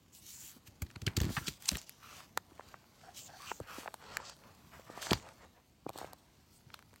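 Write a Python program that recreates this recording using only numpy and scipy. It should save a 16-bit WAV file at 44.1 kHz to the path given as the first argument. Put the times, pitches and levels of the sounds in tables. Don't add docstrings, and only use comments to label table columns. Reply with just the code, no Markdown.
import sys
import numpy as np
from scipy import signal
from scipy.fft import rfft, irfft, next_fast_len
from scipy.io import wavfile

SR = 44100
rng = np.random.default_rng(int(sys.argv[2]) if len(sys.argv) > 2 else 0)


def generate_wav(signal):
    frames = np.transpose(np.atleast_2d(signal))
    scaled = np.clip(frames, -1, 1) * 32767
    pcm = np.round(scaled).astype(np.int16)
    wavfile.write(sys.argv[1], SR, pcm)


N = 308686
TIME = np.arange(N) / SR
BURST = 4096

# pitch_hz, level_db (relative)
FLOOR_COLOUR = [(30, -4.5), (100, 5), (250, -1), (500, -11), (1000, -54.5), (2000, -16), (5000, -20),
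                (16000, -30)]
FLOOR_DB = -69.5
# start_s, level_db (of its faint friction, before the rub trim)
HOLD = [(0, -71), (.85, -66.5), (1.2, -65), (1.6, -65.5), (1.9, -66), (2.38, -67), (3.3, -62.5),
        (4.0, -62.5), (4.63, -63.5), (5.2, -59.5), (5.7, -72.5), (6.2, -66.5), (6.5, -69), (7, -69)]
HOLD_HZ, HOLD_HISS_DB, HOLD_TOP_DB = 830, -7.5, -1.5
# start_s, swell_s, ease_s, level_db (before the rub trim), centre_hz
RUBS = [(.28, 0.19, .11, -62, 2200), (1.075, .01, 0.081, -51, 1210), (1.18, 0.11, 0.077, -49, 1060),
        (1.32, 0.038, 0.18, -52.5, 1780), (1.61, .14, 0.077, -52, 1500), (2.0, 0.2, 0.063, -52.5, 1310),
        (2.48, 0.26, 0.035, -59, 1050), (2.98, .09, 0.17, -62, 900), (3.33, .17, 0.022, -54, 1600),
        (3.62, .17, 0.097, -47, 1210), (4.0, .16, 0.17, -46, 1160), (4.40, 0.071, 0.076, -55, 735),
        (4.72, 0.012, 0.083, -50, 1310), (4.87, .25, 0.057, -44, 1070), (5.19, 0.082, 0.052, -49, 970),
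        (5.38, 0.058, 0.029, -52, 790), (5.55, 0.025, 0.034, -59.5, 900), (5.865, .025, 0.034, -60, 750),
        (5.94, 0.052, 0.15, -48.5, 940), (6.66, 0.09, .08, -63, 890)]
# start_s, swell_s, ease_s, level_db, top_db (top octave against the hiss)
SLIDES = [(.13, 0.022, 0.17, -65, 6.5), (.225, 0.085, 0.089, -55, 1.5), (.37, .085, 0.12, -55, 2.5),
          (1.18, .04, 0.097, -55, -10), (1.29, 0.051, 0.13, -49.5, -1), (1.44, 0.034, 0.097, -48.5, -7.5),
          (1.61, .1, 0.13, -50, -3), (1.86, 0.011, 0.14, -61.5, -5), (2.02, .16, 0.078, -56, -3),
          (2.5, .22, .06, -65.5, -6), (2.96, .08, 0.083, -66.5, -7), (3.152, .025, 0.05, -49, -4.5),
          (3.22, 0.047, 0.034, -58.5, -8), (3.31, 0.18, .1, -55.5, -5.5), (3.68, .11, 0.072, -51.5, -3),
          (4.03, 0.12, 0.038, -56, -14), (4.21, 0.074, 0.053, -52, -21), (4.72, 0.033, 0.076, -67.5, -1),
          (4.91, 0.085, .03, -58, -8), (5.01, 0.016, 0.16, -44, -10.5), (5.15, 0.033, .16, -62, -13),
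          (5.38, .06, 0.029, -66, -12), (5.94, 0.044, 0.12, -57.5, -5), (6.49, 0.071, 0.069, -70.5, 3),
          (6.72, 0.022, 0.065, -69, -4)]
RUB_SWELL_DB, RUB_EASE_DB, RUB_EDGE_S = 11, 10, 0.0071
SLIDE_SWELL_DB, SLIDE_EASE_DB, SLIDE_EDGE_S = 10.5, 12.5, 0.014
# pitch_hz, level_db (relative)
HISS_COLOUR = [(1200, -29), (2300, -3), (3100, 4.5), (4500, 3.5), (5800, 5), (7400, -0.5), (9000, -3.5),
               (16000, -7.5)]
# pitch_hz, level_db (relative)
CRACK_COLOUR = [(1000, -16), (2500, -3), (4200, 0), (6000, -4), (8200, 1), (12000, -3), (16000, -9)]
# pitch_hz, level_db (relative)
WAFT_COLOUR = [(20, -36), (40, -6), (70, 4), (120, 1.5), (220, -1.5), (350, -7), (700, -49.5), (2000, -58)]
# start_s, length_s, level_db, pitch_hz (midway), glide_octaves_per_s
SWISHES = [(0.112, .1, -63.5, 7530, 4), (0.279, .26, -56.5, 7170, -0.2), (1.388, 0.1, -57.5, 1405, 2),
           (2.0, .16, -57.5, 1262, 0), (2.046, 0.2, -63, 2800, 0.5), (3.025, 0.097, -57.5, 730, 1),
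           (3.147, .15, -57.5, 7300, -2), (3.269, 0.12, -57.5, 755, 0), (3.371, .17, -55, 1200, 2),
           (3.456, 0.072, -51, 2770, -.5), (3.458, 0.15, -61.5, 7030, -1.5), (3.66, .13, -51.5, 1280, -2),
           (6.522, 0.074, -69, 8350, 3)]
# start_s, level_db (near the peak), swing_hz (middle of its slowing rate)
FLAPS = [(0.563, -49.5, 238), (0.678, -48, 107), (0.8197, -28.5, 91.5), (.96, -39, 103),
         (1.021, -35.5, 104), (1.07, -24, 106.5), (1.1716, -22, 107), (1.208, -22.5, 85),
         (1.2391, -25.5, 106), (1.262, -29.5, 180), (1.289, -31.5, 110), (1.302, -34.5, 220),
         (1.373, -29, 148), (1.411, -41, 98), (1.4797, -32.5, 159), (1.718, -32.5, 221), (1.727, -32.5, 77),
         (1.752, -36.5, 167), (2.517, -50, 333), (3.605, -37.5, 112), (3.782, -38.5, 302),
         (5.1134, -21, 189), (5.131, -34.5, 129), (5.866, -46, 172), (5.894, -49, 110), (6.015, -52, 111),
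         (6.665, -47.5, 128)]
SWINGS = 6.05
# time_s, level_db, rise_ms, fall_ms, centre_hz, slope_db_per_octave (above the centre)
SLAPS = [(0.676, -49.5, 9.8, 6.8, 1320, -2), (0.82, -38.5, 0.13, 4, 765, -1), (.867, -58, 3, 3, 3000, -11),
         (0.9038, -54.5, 1.2, 0.89, 1200, -6.5), (0.9124, -57, 1, 2, 1500, -6),
         (0.961, -45.5, 2.5, 1.3, 2000, -10), (1.0189, -47, 1.3, 2.1, 2800, -7.5),
         (1.0664, -30.5, 0.56, 3.4, 2950, -10), (1.078, -33, 0.93, 1.5, 2540, -23),
         (1.1682, -30, 1.5, 4.2, 4270, -10.5), (1.173, -39, .5, 1.5, 800, -2),
         (1.2032, -35.5, 0.65, 1.7, 1900, -5.5), (1.217, -38, 2.1, 1.3, 800, -1),
         (1.2348, -43, 3, 2.3, 1400, -5.5), (1.245, -44, 2.2, 1.5, 800, -4.5),
         (1.266, -51, 1.5, 1.7, 1500, -7), (1.2928, -49, 0.73, 2.7, 1300, -12),
         (1.3676, -29.5, 0.64, 6.1, 1630, -13), (1.379, -34, .5, 6.9, 1660, -19),
         (1.471, -37, 3.3, 4.6, 4700, -12.5), (1.4828, -31, 3.8, 4.9, 3850, -12),
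         (1.624, -48, 1.6, 2.1, 1400, -0.5), (1.657, -41.5, 1.3, 3.9, 5960, -10),
         (1.689, -28.5, 5.2, 2, 7800, -25), (1.692, -22.5, 3.2, 0.39, 5360, -14),
         (1.716, -39.5, 1.4, 1.9, 790, -2), (1.731, -47, 2.6, 4.4, 800, -4.5),
         (1.7549, -37.5, 3.5, 2.8, 1940, -8.5), (1.784, -42, 4.9, 10, 5300, -17),
         (5.027, -40, 3.5, 4.4, 1200, -4.5), (5.1102, -28.5, 1.4, 1.1, 4400, -23),
         (5.1216, -33, 1, 1.8, 900, -19), (5.1328, -27, 0.51, 1.9, 4640, -39),
         (5.892, -50.5, 5.2, 2, 2520, -9.5), (6.742, -46, 1.3, 1.3, 3500, -24)]
# time_s, body_level_db, body_pitch_hz, crack_level_db (before the crack lift)
SNAPS = [(1.304, -47, 458, -68), (1.7709, -47.5, 1080, -41.5), (1.816, -67, 1640, -51.5),
         (1.8947, -67, 2280, -44), (2.3752, -27.5, 1180, -34), (2.596, -42.5, 890, -78),
         (2.609, -51.5, 1400, -79), (2.7426, -44.5, 1180, -82), (3.5164, -32.5, 1060, -67),
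         (3.602, -38.5, 620, -56), (3.6043, -46, 560, -75), (3.7845, -48, 493, -61),
         (3.8336, -48.5, 780, -71), (3.8599, -40, 1020, -68), (3.8774, -39, 1560, -79),
         (3.8819, -40.5, 880, -75), (3.9421, -41.5, 950, -47), (4.026, -54, 1060, -78),
         (4.1704, -31.5, 2120, -38.5), (4.202, -44.5, 880, -67), (4.2977, -51.5, 1010, -54),
         (4.796, -49.5, 490, -75), (4.9003, -43.5, 560, -77), (4.9763, -41.5, 660, -62),
         (5.0689, -39, 1170, -55), (5.1155, -26, 480, -42), (5.132, -27, 970, -35.5),
         (5.4494, -55, 760, -69), (5.8653, -34, 520, -85), (5.8932, -38.5, 790, -48),
         (5.902, -44.5, 686, -63), (5.9589, -43.5, 573, -75), (5.9773, -59, 980, -48.5),
         (5.9868, -42.5, 840, -48), (6.015, -39, 706, -72), (6.0299, -45, 770, -75),
         (6.0453, -40, 765, -68), (6.133, -48, 780, -51.5), (6.7032, -56, 1870, -80),
         (6.743, -47, 1300, -49), (6.7916, -55, 1800, -62.5), (6.8257, -58, 1500, -67),
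         (6.9317, -59.5, 650, -70), (6.94, -60.5, 1500, -66), (6.9603, -59.5, 1720, -60)]
ROOM_T60_S, ROOM_DB = 0.14, -28.5
# pitch_hz, level_db (relative)
MIC_COLOUR = [(2500, 0), (3600, -1), (4400, 1), (5500, -2), (7400, 2), (8600, 0), (9900, -5), (12500, 0),
              (15500, -1)]
TOP_HZ = 16100


def undb(db):
    return 10 ** (np.asarray(db) / 20)


def unit(x):
    return x / np.sqrt(np.mean(x ** 2))


def burst(x, db):
    return x * undb(db) / np.sqrt(np.sum(x ** 2) / (.005 * SR))


def bins(x):
    return np.maximum(np.fft.rfftfreq(len(x), 1 / SR), 1)


def shape(x, gain):
    padded = np.pad(x, (0, next_fast_len(len(x)) - len(x)))
    spectrum = rfft(padded) * gain(bins(padded))
    return irfft(spectrum, len(padded))[:len(x)]


def colour(x, points):
    hz, db = np.transpose(points)
    return shape(x, lambda f: undb(np.interp(np.log(f), np.log(hz), db)))


def resonance(f, hz, q):
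    return 1 / (1 + 1j * q * (f / hz - hz / f))


def walk(rate):
    steps = rng.standard_normal(4096)
    return 0.85 * np.interp(TIME * rate, np.arange(len(steps)), steps)


def add(out, s, x):
    i = int(s * SR)
    out[i:i + len(x)] += x[:N - i]


def grains(rate, spread_db, share):
    sizes = undb(spread_db * np.minimum(rng.exponential(size=N), 4))
    catches = (rng.random(N) < rate / SR) * rng.choice([-1, 1], N) * sizes
    return unit(rng.standard_normal(N) + share * unit(catches))


def sheet(f, spread_db, spacing=.2):
    place = np.log2(f) / spacing
    return undb(spread_db * np.interp(place, np.arange(256), rng.uniform(-1.23, 1, 256)))


def quiet_room():
    return unit(colour(rng.standard_normal(N), FLOOR_COLOUR)) * undb(FLOOR_DB)


def strokes(table, swell_db, ease_db, edge_s, rest_db, rest_tone, dome=1.21):
    power = undb(rest_db) ** 2
    tone = power * rest_tone
    for start, swell_s, ease_s, db, own_tone in table:
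        peak = start + swell_s
        end = peak + ease_s
        before = np.clip((peak - TIME) / swell_s, 0, 1)
        after = np.clip((TIME - peak) / ease_s, 0, 1)
        outside = np.maximum(np.maximum(start - TIME, TIME - end), 0) / edge_s
        own_db = db - swell_db * before ** dome - ease_db * after ** dome
        own = undb(own_db) ** 2 / (1 + (2 * outside) ** 4)
        power = power + own
        tone = tone + own * own_tone
    return 10 * np.log10(power), tone / power


def rub(db, centre_hz, q=0.9, trim_db=-5.0):
    friction = grains(rate=320, spread_db=0.0, share=0.28)
    out, power = 0, 0
    for hz in np.geomspace(400, 2900, num=14):
        band = unit(shape(friction, lambda f: np.abs(resonance(f, hz, 5)) ** 2))
        wander = undb(2.2 * walk(9) + 1.2 * walk(45))
        gain = np.abs(resonance(hz, centre_hz, q)) * wander
        out = out + band * gain
        power = power + gain ** 2
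    return unit(out / np.sqrt(power)) * undb(db + trim_db)


def hiss(db, top_db, flicker_db=1.5):
    rest = colour(grains(rate=500, spread_db=7.5, share=0.39), HISS_COLOUR)
    body = 0
    for hz in np.geomspace(2200, 9000, num=7):
        band = shape(rest, lambda f: 1 / (1 + (f / hz) ** 20))
        rest = rest - band
        body = body + band * undb(2 * walk(11))
    sheen = unit(rest) * undb(top_db)
    return (unit(body) + sheen) * undb(db + flicker_db * walk(110))


def bend(x, spread_db=4.0, spacing=.09, size=8192):
    padded, window = np.pad(x, size), signal.windows.hann(size, sym=False)
    out = np.zeros(len(padded))
    for i in range(0, N + size, size // 2):
        piece = padded[i:i + size] * window
        out[i:i + size] += shape(piece, lambda f: sheet(f, spread_db, spacing))
    return out[size:size + N]


def ticks(rub_db, rate=12, tick_db=-16, spread_db=4, body_hz=1100, q=0.76, crack_db=-9, smear_s=0.001):
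    sizes = undb(spread_db * np.minimum(rng.exponential(size=N), 2))
    kicks = (rng.random(N) < rate / SR) * sizes
    t = np.arange(-BURST // 8, BURST // 8) / SR
    kicks = signal.fftconvolve(kicks, np.exp(-np.abs(t) / smear_s), "same") * rng.standard_normal(N)
    body = unit(shape(kicks, lambda f: resonance(f, body_hz, q) * resonance(f, body_hz, q / 4)))
    crack = unit(colour(kicks, CRACK_COLOUR)) * undb(crack_db)
    return (body + crack) * undb(rub_db + tick_db)


def stirred(rub_db, drag_db=-65, follow=0.29, wake_db=-17, wake_s=0.04, lead_s=0.0064):
    power = undb(drag_db + follow * (rub_db - rub_db.mean())) ** 2
    for s, db, _ in FLAPS:
        fade_s = np.where(TIME < s, lead_s, wake_s)
        power = power + undb(db + wake_db) ** 2 * np.exp(-2 * np.abs(TIME - s) / fade_s)
    return 10 * np.log10(power)


def air(db, air_db=-1.5, crinkle_db=-12, crinkle_hz=3000, low_hz=800):
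    waft = unit(colour(rng.standard_normal(N), WAFT_COLOUR)) * undb(air_db + 3.7 * walk(18))
    crinkle = grains(rate=170, spread_db=3.5, share=9.3)
    crinkle = unit(shape(crinkle, lambda f: 1 / (1 + 1j * f / crinkle_hz) / (1 + (low_hz / f) ** 2)))
    flex = np.clip(undb(db - db.max() + 5.5), 0, 1)
    return (waft + crinkle * flex * undb(crinkle_db)) * undb(db)


def swishes(width=0.13, widest_hz=900, catch_db=2, second=2.1, second_db=-7):
    out = np.zeros(N)
    for s, length_s, db, hz, glide in SWISHES:
        t = np.arange(int(length_s * SR)) / SR - length_s / 2
        fade = signal.windows.tukey(len(t), .5)
        for mode_hz, mode_db in (hz, db), (second * hz, db + second_db):
            width_hz = min(width * mode_hz, widest_hz)
            drive = shape(rng.standard_normal(SR // 2), lambda f: 1 / (1 + (f / width_hz) ** 2))
            drive = unit(drive)[:len(t)]
            turn = 2 * np.pi * np.cumsum(mode_hz * 2 ** (glide * t)) / SR
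            add(out, s, np.sqrt(2) * drive * np.sin(turn) * undb(mode_db) * fade)
    return out * undb(catch_db * walk(90))


def flaps(push_s=0.0033, sag=0.13, sag_s=0.0068, overtone=2.54, overtone_db=-13, eddy_db=-16, eddy_hz=300):
    out, t = np.zeros(N), np.arange(2 * BURST) / SR
    for s, db, hz in FLAPS:
        swing_hz = hz * (1 + sag * (2 * np.exp(-t / sag_s) - 1))
        turn = 2 * np.pi * np.cumsum(swing_hz) / SR
        second = np.sin(overtone * turn * rng.uniform(0.668, 1.12))
        swing = np.sin(turn) + undb(overtone_db) * second
        eddies = unit(shape(rng.standard_normal(len(t)), lambda f: resonance(f, eddy_hz, 1.43) ** 2))
        push = (1 - np.exp(-(t / push_s) ** 2)) * np.exp(-np.log(1000) * t * hz / SWINGS)
        add(out, s, (swing + undb(eddy_db) * eddies) * push / push.max() * undb(db))
    return out


def slaps(tail_db=-25, tail_s=0.022, low_slope_db=7, lowest_hz=800):
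    out, t = np.zeros(N), (np.arange(BURST) - BURST // 2) / SR
    for s, db, rise_ms, fall_ms, hz, slope_db in SLAPS:
        swell = np.exp(-np.abs(t / (np.where(t < 0, rise_ms, fall_ms) / 1e3)) ** 1.17)
        shiver = undb(tail_db) * (t > 0) * np.exp(-np.abs(t) / tail_s)
        strength = undb(1.7 * np.repeat(rng.standard_normal(BURST // 8), 8))
        slap = rng.standard_normal(BURST) * strength * (swell + shiver)
        slap = shape(slap, lambda f: undb(np.log2(f / hz) * np.where(f < hz, low_slope_db, slope_db)))
        slap = shape(slap, lambda f: sheet(f, spread_db=5) * (f < TOP_HZ) / (1 + (lowest_hz / f) ** 3))
        add(out, s + t[0], burst(slap, db))
    return out


def snaps(crack_lift_db=1, q=0.86, reach=1.66, lag_s=0.00039, shiver=0.069, shiver_s=0.0018):
    out, t = np.zeros(N), (np.arange(BURST) - BURST // 4) / SR
    kick = signal.unit_impulse(BURST, BURST // 4)
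    fibres = .33 * (t > 0) * np.exp(-np.abs(t) / .0004) + .04 * np.exp(-np.abs(t) / .0015)
    for s, db, hz, crack_db in SNAPS:
        chance = rng.standard_normal((2, BURST))
        wave = kick + shiver * chance[0] * (t > 0) * np.exp(-np.abs(t) / shiver_s)
        wave = shape(wave, lambda f: resonance(f, hz, q) * resonance(f, hz, 0.11)
                     * np.exp(-4j * np.pi * lag_s * np.sqrt(f * 1e3)))
        wave = shape(wave, lambda f: sheet(f, spread_db=4.0) / (1 + (f / (reach * hz)) ** 4 + (0.2 * hz / f) ** 2))
        crack = colour(kick + fibres * chance[1], CRACK_COLOUR)
        add(out, s + t[0] - lag_s, burst(wave, db))
        add(out, s + t[0], burst(crack, crack_db + crack_lift_db))
    return out


def room(x, first_s=0.0051, dull_hz=7000):
    t = np.arange(SR // 2) / SR
    tail = rng.standard_normal(len(t)) * (t > first_s) * np.exp(-np.log(1000) * t / ROOM_T60_S)
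    tail = shape(tail / np.sqrt(np.sum(tail ** 2)), lambda f: 1 / (1 + 1j * f / dull_hz))
    return x + undb(ROOM_DB) * signal.fftconvolve(x, tail)[:N]


def scene():
    hold_db = np.interp(TIME, *np.transpose(HOLD))
    rub_db, rub_hz = strokes(RUBS, RUB_SWELL_DB, RUB_EASE_DB, RUB_EDGE_S, hold_db, HOLD_HZ)
    hiss_db, top_db = strokes(SLIDES, SLIDE_SWELL_DB, SLIDE_EASE_DB, SLIDE_EDGE_S,
                              hold_db + HOLD_HISS_DB, HOLD_TOP_DB)
    friction = bend(rub(rub_db, rub_hz) + hiss(hiss_db, top_db))
    handling = friction + ticks(rub_db) + air(stirred(rub_db))
    book = handling + swishes() + flaps() + slaps() + snaps()
    return (room(book) + quiet_room())[None]


def record(dry, ring_hz=4520, ring_q=30, ring=0.2):
    sound = shape(colour(dry[0], MIC_COLOUR), lambda f: 1 + ring * resonance(f, ring_hz, ring_q))
    bass_cut = signal.butter(6, 38, "high", fs=SR, output="sos")
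    top_cut = signal.ellip(10, .2, 70, TOP_HZ, fs=SR, output="sos")
    return signal.sosfilt(top_cut, signal.sosfilt(bass_cut, sound))[None]


dry = scene()
out = record(dry)
generate_wav(out)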